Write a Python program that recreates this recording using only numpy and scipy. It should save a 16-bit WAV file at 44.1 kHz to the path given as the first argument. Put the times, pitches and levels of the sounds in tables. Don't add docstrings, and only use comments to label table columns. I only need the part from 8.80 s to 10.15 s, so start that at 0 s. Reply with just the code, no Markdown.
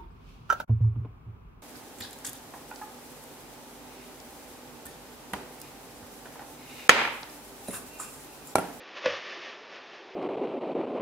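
import sys
import numpy as np
from scipy import signal
from scipy.io import wavfile

SR = 44100
rng = np.random.default_rng(int(sys.argv[2]) if len(sys.argv) > 2 else 0)


def int16_out(signal):
    q = np.round(np.clip(np.atleast_2d(signal).T, -1, 1) * 32767)
    wavfile.write(sys.argv[1], SR, q.astype(np.int16))


def attenuation_scalar(level_db):
    decades = np.asarray(level_db, float) / 20
    return 10 ** decades


N = 59535

# (frequency [Hz], density [dB per Hz])
ROOM_TONE = [(35, -63), (60, -23.5), (238, -7), (349, 3), (463, 2), (2750, -6), (5590, -17.5), (6840, -30),
             (7570, -44.5), (9840, -83.5), (16700, -120)]
ROOM_TONE_DB, ROOM_FLICKER_DB = -49.5, 0.43

# (time [s], level [dB])
EFFORT = [(0, -53), (.145, -50), (.172, -38), (.206, -46), (.262, -32.5), (.37, -37), (.4, -41.5),
          (.52, -40), (.6, -44), (.645, -40.5), (.72, -44), (.8, -53.5), (.895, -52), (.945, -44.5),
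          (.995, -51), (1.1, -52.5), (1.15, -49), (1.35, -71)]
# (frequency [Hz], density [dB per Hz])
GRAIN = [(150, -17.5), (400, -7.5), (850, -6.5), (1750, 0.5), (2900, -1), (4200, -2.5), (5800, -26),
         (7400, -20)]
# (frequency [Hz], width [Hz], level [dB])
WALL = [(550, 30, 14.5), (657, 99, 15), (1158, 32, 17.5), (1250, 60, -17), (1720, 42, -1), (1830, 220, 27),
        (2430, 100, -3.5), (2520, 220, 5), (3290, 67, -16)]
GRAINS_PER_S, GRAIN_SPREAD_DB, GRAIN_FLICKER_DB = 3500, 1, -0.05
RUB_DB, WALL_DB = -2.5, -7

TOUCH_S = [0.006, 0.09, 0.2195, 0.2425, 0.2519, 0.2577, 0.2596, 0.2642, 0.2755, 0.309, 0.3365, 0.371,
           0.9245, 0.9365, 0.956, 0.964]
# (rim level [dB], body level [dB])
TOUCH_DB = [(-50, -44), (-42, -56), (-37, -48), (-32, -35), (-40, -33), (-16, -24), (-16, -22), (-26, -45),
            (-28, -42), (-29, -50), (-30, -39), (-32, -42), (-38, -60), (-40, -60), (-38, -60), (-38, -60)]
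# (frequency [Hz], level [dB], T60 [s])
RIM = [(1156, -20, 0.03), (1492, -17, 0.056), (1737, -12, 0.06), (1941, -15.5, 0.074), (2326, -8.5, 0.034),
       (2558, -8.5, .06), (3500, -6, 0.038)]
BODY_HZ = [488, 521, 557, 606, 752]
BODY_SIDE = [1, -1, -1, -1, -1]
# (level [dB], T60 [s])
BODY = [(-8, .27), (0.2, .075), (-7, .25), (-11, .26), (-19, .25)]
RIM_CONTACT_HZ, BODY_CONTACT_HZ = [700, 2000], 1300
CRACK_DB, CRACK_DECAY_S = -11, 0.001

# (frequency [Hz], level [dB], T60 [s])
COUNTER = [(97, -45.5, 0.33), (199.4, -54.5, 0.11), (289, -44.5, 0.041), (375, -25.5, 0.022)]
COUNTER_BLOW_S = 0.2612

# (time [s], level [dB])
GROAN = [(0, -57), (.1, -64), (.46, -62), (.5, -53), (.53, -58), (.575, -48), (.62, -62), (.8, -62),
         (1.1, -62), (1.14, -54), (1.19, -66), (1.222, -49), (1.255, -58), (1.3, -53), (1.35, -58)]
GROAN_HZ, GROAN_WIDTH_HZ = 365, 55
GROAN_DB, GROAN_OCTAVE_DB = -1, -8.5

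KITCHEN_T60_S, KITCHEN_DB, WALL_CUT_HZ = 0.21, -12.5, 2400
BODY_ECHO_SHARE = 0.25
LOW_CUT_HZ, TOP_CUT_HZ, HISS_DB = 122, 8820, -95.5


def rms_one(x):
    return x / np.sqrt(np.mean(x ** 2) + 1e-20)


def in_time(rows):
    s, value = np.transpose(rows)
    return np.interp(np.arange(N) / SR, s, value)


def drift(rate_hz):
    r = np.exp(-80 * np.pi * rate_hz / SR)
    white = rng.standard_normal(N // 40 + 2002)
    slow = signal.lfilter([1], [1, -2 * r, r * r], white)[2000:]
    return np.interp(np.arange(N) / 40, np.arange(len(slow)), rms_one(slow))


def butter(x, order, hz, kind):
    return signal.sosfilt(signal.butter(order, hz, kind, fs=SR, output="sos"), x)


def ring(clicks, hz, t60_s):
    r, w = attenuation_scalar(-60 / (t60_s * SR)), 2 * np.pi * hz / SR
    return signal.lfilter([0, np.sin(w)], [1, -2 * r * np.cos(w), r * r], clicks + 1e-18)


def resonate(x, hz, width_hz):
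    r, w = np.exp(-np.pi * width_hz / SR), 2 * np.pi * hz / SR
    gain = (1 - r * r) / 2
    return signal.lfilter(np.array([1, 0, -1]) * gain, [1, -2 * r * np.cos(w), r * r], x)


def coloured(white, spectrum, flicker_db):
    out, together = 0, drift(8)
    edges_hz = 60 * 2 ** np.arange(0, 7.6, .5)
    hz, db = np.transpose(spectrum)
    for k, (low, high) in enumerate(zip(edges_hz, edges_hz[1:])):
        band = butter(white[k % 2], 2, [low, high], "band")
        level_db = np.interp(np.log(low * high) / 2, np.log(hz), db)
        flicker = 0.32 * together + drift(19)
        out = out + attenuation_scalar(level_db + flicker_db * flicker) * band
    return rms_one(out)


def room_tone():
    white = rng.standard_normal((2, N))
    return attenuation_scalar(ROOM_TONE_DB) * coloured(white, ROOM_TONE, ROOM_FLICKER_DB)


def rubbing():
    size_db = GRAIN_SPREAD_DB * np.minimum(rng.exponential(1, (2, N)), 5)
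    sizes = attenuation_scalar(size_db) * rng.choice([-1, 1], (2, N))
    grains = sizes * (rng.random((2, N)) < GRAINS_PER_S / SR)
    wall = np.zeros(N)
    for k, (hz, width_hz, db) in enumerate(WALL):
        mode = resonate(grains[k % 2], hz, width_hz) / np.sqrt(width_hz)
        wall += (-1) ** k * attenuation_scalar(db) * mode
    direct = attenuation_scalar(RUB_DB) * coloured(grains, GRAIN, GRAIN_FLICKER_DB)
    return attenuation_scalar(in_time(EFFORT)) * (direct + attenuation_scalar(WALL_DB) * rms_one(wall))


def knocks():
    t = np.arange(N) / SR
    rim_click, body_click, crack = np.zeros(N), np.zeros(N), np.zeros(N)
    for s, (rim_db, body_db) in zip(TOUCH_S, TOUCH_DB):
        rim_click[int(s * SR)] = attenuation_scalar(rim_db)
        body_click[int(s * SR)] = attenuation_scalar(body_db)
        crack += attenuation_scalar(rim_db + CRACK_DB) * (t >= s) * np.exp(-np.abs(t - s) / CRACK_DECAY_S)
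    rim_click = butter(rim_click + 1e-18, 2, RIM_CONTACT_HZ, "band")
    body_click = butter(body_click + 1e-18, 2, BODY_CONTACT_HZ, "low")
    rim = crack * rms_one(butter(rng.standard_normal(N), 2, [1500, 5000], "band"))
    for hz, db, t60_s in RIM:
        rim += attenuation_scalar(db) * ring(rim_click, hz, t60_s)
    body = np.zeros(N)
    for hz, side, (db, t60_s) in zip(BODY_HZ, BODY_SIDE, BODY):
        width_hz = 3 * np.log(10) / np.pi / t60_s
        unit_height = SR * t60_s / np.log(10) / 6
        body += side * attenuation_scalar(db) * unit_height * resonate(body_click + 1e-18, hz, width_hz)
    return body, rim


def counter():
    click = np.zeros(N)
    click[int(COUNTER_BLOW_S * SR)] = 1
    click = butter(click + 1e-18, 4, 85, "high")
    return sum(attenuation_scalar(db) * ring(click, hz, t60_s) for hz, db, t60_s in COUNTER)


def groan():
    white = rng.standard_normal((2, N))
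    low = resonate(white[0], GROAN_HZ, GROAN_WIDTH_HZ)
    low = rms_one(resonate(low, GROAN_HZ, GROAN_WIDTH_HZ))
    high = rms_one(resonate(white[1], 2.05 * GROAN_HZ, GROAN_WIDTH_HZ))
    return attenuation_scalar(in_time(GROAN) + GROAN_DB) * (low + attenuation_scalar(GROAN_OCTAVE_DB) * high)


def kitchen(x):
    out, dull = np.zeros(N), np.exp(-2 * np.pi * WALL_CUT_HZ / SR)
    lags = (rng.uniform(.009, .035, size=10) * SR).astype(int)
    for k, lag in enumerate(lags):
        loop, state = x.copy(), [0.]
        gain = attenuation_scalar(-60 * lag / SR / KITCHEN_T60_S)
        for i in range(lag, N, lag):
            back, state = signal.lfilter([gain * (1 - dull)], [1, -dull], loop[i - lag:i], zi=state)
            loop[i:i + lag] += back[:N - i]
        out += (loop - x) * (-1) ** k
    return out


def scene():
    body, rim = knocks()
    bowl = rubbing() + rim + counter() + groan()
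    echo = attenuation_scalar(KITCHEN_DB) * kitchen(bowl + BODY_ECHO_SHARE * body)
    return np.tile(bowl + body + echo + room_tone(), (2, 1))


def band_limit(x):
    return signal.sosfilt(signal.butter(12, 7720, fs=SR, output="sos"), x)


def record(dry):
    x = butter(dry, 4, LOW_CUT_HZ, "high")
    x = signal.sosfilt(signal.cheby2(12, 80, TOP_CUT_HZ, fs=SR, output="sos"), x)
    hiss = rng.standard_normal(N) + 0.23 * rng.standard_normal((2, N))
    return band_limit(x + attenuation_scalar(HISS_DB) * hiss)


dry = scene()
out = record(dry)
int16_out(out)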